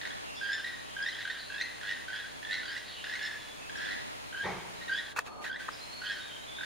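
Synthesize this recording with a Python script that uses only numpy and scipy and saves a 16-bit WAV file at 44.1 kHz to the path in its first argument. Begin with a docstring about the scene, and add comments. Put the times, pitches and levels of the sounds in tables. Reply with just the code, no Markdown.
"""Toucans croak to each other high in a rainforest tree: each croak is a rattle of syrinx pulses
that speeds up, rises, now and then breaks into a squeak, and runs out in slow clucks.
Small birds whistle farther off over insects, murmuring air and a faint machinery hum.
Something thuds in the distance. A finger knocks on the camera casing, and the background
turns dull for a moment under a faint hollow tone."""
import sys
import numpy as np
from scipy import signal
from scipy.fft import rfft, irfft, next_fast_len
from scipy.io import wavfile
from scipy.ndimage import map_coordinates

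SR = 44100
rng = np.random.default_rng(int(sys.argv[2]) if len(sys.argv) > 2 else 0)


def transcribe(u):
    """Save the signal u as a 16-bit wav file named by the first command-line argument.

    u: samples, shape (n,) or (channels, n), limited to [-1, 1]; the rate is SR.
    q: integer samples, one column per channel.
    """
    v = np.clip(np.atleast_2d(u).T, -1, 1)
    q = np.round(v * 32767).astype(np.int16)
    wavfile.write(sys.argv[1], SR, q)


N = 293246


def amp(db):
    """Decibels to gain."""
    return 10 ** (np.asarray(db) / 20)


def unit(x):
    """Scale to rms 1."""
    return x / np.sqrt(np.mean(x ** 2) + 1e-20)


def along(points, hz):
    """(Hz, value) points interpolated on a log frequency axis."""
    knots_hz, values = np.transpose(points)
    return np.interp(np.log(hz + 1), np.log(knots_hz + 1), values)


def bell(hz, centre_hz, width_hz):
    """Resonance hump of height 1."""
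    return np.exp(-((hz - centre_hz) / width_hz) ** 2)


def gate(start_s, length_s, fade_s):
    """Window of height 1 with linear fades."""
    t = np.arange(N) / SR - start_s
    return np.clip(np.minimum(t, length_s - t) / fade_s + .5, 0, 1)


def wobble(rate_hz, size):
    """Smooth random curve, rate_hz knots a second."""
    return map_coordinates(rng.standard_normal(size // 8), [np.arange(size) * rate_hz / SR], mode="wrap")


def filtered(x, response):
    """Zero-phase filter with gain response(hz)."""
    size = x.shape[-1]
    padded = next_fast_len(size + 4096)
    return irfft(rfft(x, padded) * response(np.fft.rfftfreq(padded, 1 / SR)), padded)[..., :size]


def noise(spectrum, size):
    """Noise of rms 1, coloured by (Hz, dB) points."""
    return unit(filtered(rng.standard_normal(size), lambda hz: amp(along(spectrum, hz))))


def add(track, start_s, sound):
    """Mix a sound into the track."""
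    part = track[max(round(start_s * SR), 0):][:len(sound)]
    part += sound[:len(part)]


def stereo(mid, side):
    """Mid and side to left and right."""
    return np.array([mid + side, mid - side])


def air(mid_db=-52, side_db=-45):
    """Wide, gently wavering murmur of forest air."""
    # Each row: frequency in Hz, relative density in dB.
    mid_colour = [(15, -51), (25, -3), (64, -24), (86, -9.5), (122, -8), (148, -12.5), (281, -6),
                  (389, -8.5), (421, -8.5), (614, -7), (666, -6), (945, -6.5), (1450, -8), (2490, -5.5),
                  (15500, -28.5)]
    side_colour = [(15, -33), (25, -8), (75, -6.5), (113, -7), (144, -7), (281, -5), (349, -8), (945, -6),
                   (1170, -9), (1300, -9), (3440, -16), (3720, -16.5), (4040, -17), (6730, -25.5),
                   (15500, -36.5)]
    mid = amp(mid_db + 0.6 * wobble(2.74, N)) * noise(mid_colour, N)
    side = amp(side_db + 2.0 * wobble(3.87, N)) * noise(side_colour, N)
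    return stereo(mid, side)


def machinery_hum():
    """Far machinery: faint tones with drifting phase."""
    # Each row: frequency in Hz, level in dB.
    tones = [(60, -67), (120, -68), (183, -75.5), (374, -94), (435, -69), (501, -81), (600, -66),
             (779, -89)]
    t = np.arange(N) / SR
    return sum(amp(db) * np.sin(2 * np.pi * hz * t + .5 * wobble(6.5, N)) for hz, db in tones)


def insects():
    """Steady chorus: two high noise bands, independent in each ear."""
    # Each row: centre in Hz, width in Hz, level in dB.
    bands = [(6750, 480, -63.5), (9290, 880, -63.5)]
    return sum(amp(db) * unit(filtered(rng.standard_normal((2, N)), lambda hz: bell(hz, centre, width)))
               for centre, width, db in bands)


def pulse(t, rise_s, fall_s):
    """One puff through the syrinx, peaking at t = 0."""
    return np.exp(-(t / np.where(t < 0, rise_s, fall_s)) ** 2)


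def syrinx(pitch_hz, second_db, third_db, rough, jitter=0.0544, rasp_db=-7, flicker_db=5):
    """Reedy tone with unsteady overtones; roughness shakes the pitch and adds rasp."""
    # Each row: frequency in Hz, relative density in dB.
    rasp_colour = [(1100, -63), (1500, 11), (1750, -1), (2200, -5), (2650, 1.5), (3500, -0.5), (4300, -7.5),
                   (5500, -7.5), (7000, -18), (12000, -31)]
    size = len(pitch_hz)
    phase = 2 * np.pi * np.cumsum(pitch_hz * (1 + jitter * rough * wobble(900, size))) / SR
    tone = np.sin(phase)
    for k, db in enumerate([second_db, third_db, third_db - 14], 2):
        gain = amp(db - 3 + flicker_db * wobble(121.5, size))
        tone += gain * np.sin(k * phase + 0.93 * wobble(299.5, size))
    return tone + amp(rasp_db) * rough * noise(rasp_colour, size)


def toucans(size_scatter_db=2, other_side_db=-6, other_ratio=1.2, cluck_gap_s=.031, lead_s=.015):
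    """Pulsed croaks, half rate then full, climbing in pitch and harshness; throat and bill filter them."""
    # Each row: start, length, slow opening and pulse period in s; low and top pitch in Hz;
    # level, swell to the end, 2nd harmonic, final 3rd harmonic and cluck level in dB; roughness 0-1.
    croaks = [ (0.014, .062, 0.049, .0098, 1725, 1994, -34, -0.5, -9, -12, -40.5, 0.73),
              (0.415, .136, 0.0074, .0096, 1595, 1786, -31, -1.5, -14, -11, -36, 0.21),
              (0.647, 0.046, 0.027, 0.0094, 1857, 1968, -32.5, -8, -4, -27, -41, .35),
              (0.968, 0.13, 0.028, 0.012, 1586, 2083, -31.5, -3.5, -7, -12, -40, 0.19),
              (1.149, 0.084, 0.049, 0.0098, 1669, 2145, -35, -8, -6, -8, -54, 0.76),
              (1.254, 0.063, .045, 0.012, 1567, 1973, -28, -5.5, -11, -22, -36, 0.45),
              (1.504, 0.12, .095, 0.0099, 1587, 2034, -34.5, 4, -8.5, -13, -47, 0.27),
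              (1.814, .12, 0.029, 0.0098, 1618, 2000, -34, 2.5, -6.5, -20, -42, 0.89),
              (2.084, 0.13, 0.042, 0.0097, 1553, 1935, -34.5, -7, -6, -11, -43.5, 0.5),
              (2.431, 0.12, .06, 0.01, 1755, 1942, -37.5, 7, -4.5, -10.5, -35, .6),
              (2.634, 0.15, 0.055, 0.012, 1564, 1918, -34.5, -2, -9.5, -8, -50, 0.46),
              (3.043, 0.13, 0.04, 0.014, 1660, 2120, -32.5, -6, -12, -10.5, -41, 0.71),
              (3.194, .087, 0.013, .01, 1721, 1780, -32.5, -1.5, -8.5, -13, -36.5, 0.59),
              (3.698, .004, .006, 0.0076, 1664, 1660, -35.5, 7, -9, -14, -47, 0.65),
              (3.758, 0.19, .02, .0102, 1666, 1949, -34.5, -6, -10.5, -16, -45, 0.62),
              (4.33, 0.15, .035, 0.0092, 1534, 2064, -34.5, -9, -9, -24, -50, 0.23),
              (4.813, 0.039, 0.008, 0.012, 1860, 1910, -43, -5, -5, -14, -39.5, 0.73),
              (4.897, .108, .02, .0101, 1571, 1945, -31.5, -6.5, -7, -12, -48, 0.27),
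              (5.443, 0.041, 0.0021, 0.012, 1705, 1837, -35, -13, -12, -33, -44, 0.83),
              (5.5, 0.07, 0.062, 0.0076, 1562, 2034, -32, -5.5, -11.5, -17, -40.5, 0.12),
              (6.019, .12, 0.017, 0.01, 1539, 1888, -33.5, -4, -5, -10.5, -37.5, 0.49),
              (6.588, 0.1, 0.059, 0.012, 1586, 1820, -32, 1, -21, -35, -47, 0.35)]
    # Each row: centre in Hz, width in Hz, gain in dB.
    throat = [(1926, 110, 4.5), (3370, 72, 3), (4150, 444, 7), (5260, 96, 0), (5820, 320, -7.5)]
    out = np.zeros(N)
    t = np.arange(SR // 4) / SR - lead_s
    k = np.arange(20)[:, None]  # pulse index
    for (start_s, length_s, slow_s, period_s, low_hz, top_hz,
         db, swell_db, second_db, third_db, cluck_db, rough) in croaks:
        progress = np.clip(t / length_s, 0, 1)
        strain = progress ** 2.8
        harsh = np.clip(rough + 0.41 * strain, 0, 1)
        at_s = k * period_s + 0.00061 * rough * rng.standard_normal(k.shape)
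        # Odd pulses stay weak during the slow opening.
        opening = np.where(k % 2, np.clip((at_s - slow_s) / period_s + .5, .08, 1), 1)
        ending = np.clip((length_s - at_s) / period_s + .5, 0, 1)
        sizes = opening * ending * amp(size_scatter_db * np.sqrt(harsh) * rng.standard_normal(k.shape))
        width = (1 - 0.425 * harsh) * np.where(at_s < slow_s, .8, 1)
        puffs = np.sum(sizes * pulse(t - at_s, 0.00413 * width, 0.00531 * width), axis=0)
        # Pitch lifts with each puff's pressure and strays between puffs.
        stray = 0.03 * (puffs - .5) + 0.04 * wobble(109.07, len(t))
        pitch_hz = (low_hz + (top_hz - low_hz) * strain) * (1 + harsh * stray)
        voice = syrinx(pitch_hz, second_db + 3 * (progress - .5), third_db - 7 * (1 - strain), harsh)
        # The other side of the syrinx joins when pushed and beats against the first.
        other_hz = low_hz * other_ratio * (1 + 0.0412 * wobble(158.6, len(t)))
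        other_gain = amp(other_side_db) * harsh * np.sqrt(progress)
        other = other_gain * np.sin(2 * np.pi * np.cumsum(other_hz) / SR)
        add(out, start_s - lead_s, amp(db + swell_db * strain) * puffs * (voice + other))
        cluck_s = start_s + length_s + cluck_gap_s
        add(out, cluck_s - lead_s, amp(cluck_db) * clucks(low_hz, 2 * period_s, t))
    return filtered(out, lambda hz: amp(sum(db * bell(hz, centre, span) for centre, span, db in throat)))


def clucks(pitch_hz, spacing_s, t, count=2, step_db=-3):
    """Slow, fading puffs that close a croak."""
    puffs = sum(amp(step_db * k) * pulse(t - spacing_s * k, 0.0034, 0.0061) for k in range(count))
    return puffs * syrinx(np.full(len(t), pitch_hz), second_db=-6, third_db=-16, rough=0.61)


def scatter(x, t60_points, correlation, build_s=0.0019):
    """Diffuse stereo echoes, redrawn every third of a second as birds and leaves move."""
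    out = np.zeros((2, N + SR))
    hop = SR // 3
    angle = np.arccos(correlation) / 2
    for start in range(0, N, hop):
        hz, t, spectra = signal.stft(rng.standard_normal((2, SR // 2)), SR, nperseg=256)
        decay = amp(-60 * t / along(t60_points, hz)[:, None])
        tail = signal.istft(spectra * decay * (1 - np.exp(-t / build_s)), SR, nperseg=256)[1]
        mid, side = tail / np.linalg.norm(tail[0]) * [[np.cos(angle)], [np.sin(angle)]]
        echo = signal.fftconvolve(x[None, start:start + hop], stereo(mid, side), axes=1)
        out[:, start:start + echo.shape[1]] += echo
    return out[:, :N]


def canopy(x, direct_db, branches_db, forest_db):
    """Direct sound slightly right, quick branch echoes and the long forest tail."""
    # Each row: frequency in Hz, T60 in s.
    forest_t60 = [(200, 1), (1700, 0.74), (4000, 1), (10000, 0.13)]
    direct = x * amp([[-1.2], [1.2]])
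    branches = scatter(x, [(2000, 0.084)], correlation=0.82)
    tail = dulled(scatter(x, forest_t60, correlation=0.99))
    return amp(direct_db) * direct + amp(branches_db) * branches + amp(forest_db) * tail


def small_birds(waver=0.078, twitter_per_s=2, twitter_hz=4200, twitter_s=0.1013, twitter_db=-58):
    """Thin gliding whistles, some buzzy, over a faint random twitter of falling notes."""
    # Each row: start in s, length in s, start and end pitch in Hz, level in dB, roughness.
    whistles = [(0.208, .16, 2860, 2680, -52, 0.71), (0.337, 0.066, 5000, 5170, -50.5, 0.87),
                (0.349, 0.062, 3514, 3445, -45.5, 0.66), (.8, 0.24, 3250, 2965, -54.5, 0.85),
                (1.366, 0.082, 4020, 4084, -45, .96), (1.442, 0.224, 2694, 2515, -51, 0.55),
                (2.82, 0.15, 4205, 3710, -48, 1.34), (2.867, 0.23, 3260, 2683, -49, 1),
                (3.337, 0.153, 3493, 3376, -53.5, .1), (3.53, 0.2, 2490, 2684, -54.5, 0.25),
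                (5.705, 0.057, 4450, 5620, -50, 1.1), (5.765, 0.12, 4005, 4294, -50.5, 0.14),
                (5.874, 0.163, 4220, 4435, -47, .2), (6.18, 0.076, 3780, 3650, -46.5, 0.3),
                (6.235, 0.19, 3235, 3044, -49, 0.37), (6.46, 0.076, 3560, 3426, -45.5, 0.16),
                (6.508, 0.14, 3380, 3800, -47, 0.42)]
    out = np.zeros(N)
    t = np.arange(SR // 3) / SR
    twitter = []
    for k in range(round(twitter_per_s * N / SR)):
        start_s = (k + rng.random()) / twitter_per_s
        hz = twitter_hz * (1 + 0.049 * rng.uniform(-1, 1))
        twitter.append((start_s, twitter_s, hz, hz * (1 - 0.0496), twitter_db, 0.594))
    for start_s, length_s, start_hz, end_hz, db, rough in whistles + twitter:
        progress = np.clip(t / length_s, 0, 1)
        glide_hz = start_hz + (end_hz - start_hz) * progress
        pitch_hz = glide_hz * (1 + waver * rough * wobble(700, len(t)))
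        envelope = amp(db) * np.sin(np.pi * progress) ** 2
        add(out, start_s, envelope * np.sin(2 * np.pi * np.cumsum(pitch_hz) / SR))
    return out


def squeaks(period_s=0.0112, lead_s=.015):
    """A toucan's voice breaks: a few steady-pitched pulses whose third harmonic rings in the bill."""
    # Each row: start in s, length in s, pitch in Hz, level in dB.
    breaks = [(.522, .03, 1760, -40), (3.229, .04, 1772, -47), (3.763, .02, 1847, -52)]
    out = np.zeros(N)
    t = np.arange(SR // 8) / SR - lead_s
    for start_s, length_s, pitch_hz, db in breaks:
        puffs = sum(pulse(t - at_s, 0.0021, 0.0035) for at_s in np.arange(0, length_s, period_s))
        voice = syrinx(np.full(len(t), pitch_hz), second_db=3, third_db=7, rough=0.16)
        add(out, start_s - lead_s, amp(db) * puffs * voice)
    return out


def thud(start_s=4.428, attack_s=0.03, hold_s=0.046, t60_s=0.54, level_db=-37,
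         echo_db=-13, echo_t60_s=2.2, boom_hz=184, boom_db=-7, side_db=-8):
    """Distant blow with one hollow note, smeared into a rumble by the trees."""
    # Each row: frequency in Hz, relative density in dB.
    colour = [(24, -57), (40, -22), (146, -11.5), (182, -12.5), (267, -23), (377, -9), (599, -15),
              (862, -9), (1680, -23), (1860, -22), (2230, -14.5), (2840, -36), (5000, -35), (6500, -37),
              (11000, -120)]
    t = np.arange(N) / SR - start_s
    dying_s = np.maximum(t - attack_s - hold_s, 0)
    decay = np.hypot(amp(-60 * dying_s / t60_s), amp(echo_db - 60 * dying_s / echo_t60_s))
    envelope = amp(level_db) * np.clip(t / attack_s, 0, 1) * decay
    boom = amp(boom_db) * np.sin(2 * np.pi * boom_hz * t + 0.31 * wobble(30, N))
    return envelope * stereo(noise(colour, N) + boom, amp(side_db) * noise(colour, N))


def dulled(x, edge_hz=1400, fade_s=0.021):
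    """The treble dips briefly around the knocks."""
    # Each row: start in s, length in s, treble gain in dB.
    dips = [(5.134, 0.025, -14), (5.218, 0.035, -9.5), (5.288, 0.13, -9), (5.5, 0.089, -11)]
    low = filtered(x, lambda hz: 1 / (1 + (hz / edge_hz) ** 12))
    treble_db = sum(db * gate(start_s, length_s, fade_s) for start_s, length_s, db in dips)
    return low + (x - low) * amp(treble_db)


def knocks(side_db=-7, rise_share=0.061):
    """Finger scuffs and ticks coloured by the casing; the shortest have the sharpest attack."""
    # Each row: start in s, level in dB, T60 in s, treble tilt in dB.
    touches = [(5.1623, -22.5, 0.022, -4), (5.165, -25.5, .03, -3), (5.168, -29, 0.1, 7),
               (5.1862, -15.5, 0.011, -22), (5.189, -18, 0.028, -5), (5.1901, -19, 0.01, 20),
               (5.258, -42, 0.16, -3), (5.443, -33.5, 0.058, 7), (5.6821, -27, 0.025, -31),
               (5.688, -24.5, 0.021, -23)]
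    # Each row: frequency in Hz, relative response in dB.
    casing = [(150, -37), (300, -31), (460, -2.5), (580, -17), (800, -7), (1200, 1), (1500, -1), (1750, 1),
              (2150, -16), (2600, 5.5), (3000, -30), (4100, -16), (5000, -24), (6700, -20.5), (9000, -28),
              (15000, -33)]
    mid, side = np.zeros(N), np.zeros(N)
    t = np.arange(SR // 8) / SR
    for start_s, db, t60_s, treble_db in touches:
        colour = [(hz, level + treble_db * np.clip(np.log2(hz / 1750), 0, 1)) for hz, level in casing]
        envelope = amp(db - 60 * t / t60_s) * (1 - np.exp(-t / (rise_share * t60_s)))
        add(mid, start_s, envelope * noise(colour, len(t)))
        add(side, start_s, amp(side_db) * envelope * noise(colour, len(t)))
    return stereo(mid, side)


def hollow_tone(start_s=5.255, length_s=0.2, fade_s=0.011, level_db=-49):
    """Noise bands sing faintly while the background is dull."""
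    # Each row: centre in Hz, width in Hz, relative level in dB.
    bands = [(1220, 36, 1), (780, 520, -9.5), (4330, 70, -11.5)]
    tone = filtered(rng.standard_normal(N),
                    lambda hz: sum(amp(db) * bell(hz, centre, width) for centre, width, db in bands))
    return amp(level_db) * gate(start_s, length_s, fade_s) * unit(tone)


def scene():
    """Birds in the canopy over the forest background, a far thud and close knocks."""
    near = canopy(toucans() + squeaks(), direct_db=-1, branches_db=-3.5, forest_db=-6)
    far = canopy(dulled(small_birds()), direct_db=1.5, branches_db=-11, forest_db=0)
    background = dulled(air() + machinery_hum() + insects())
    return near + far + background + thud() + knocks() + hollow_tone()


def record(dry, top_hz=15780):
    """The camera's band limit: a brick-wall low-pass."""
    return filtered(dry, lambda hz: hz < top_hz)


dry = scene()
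out = record(dry)
transcribe(out)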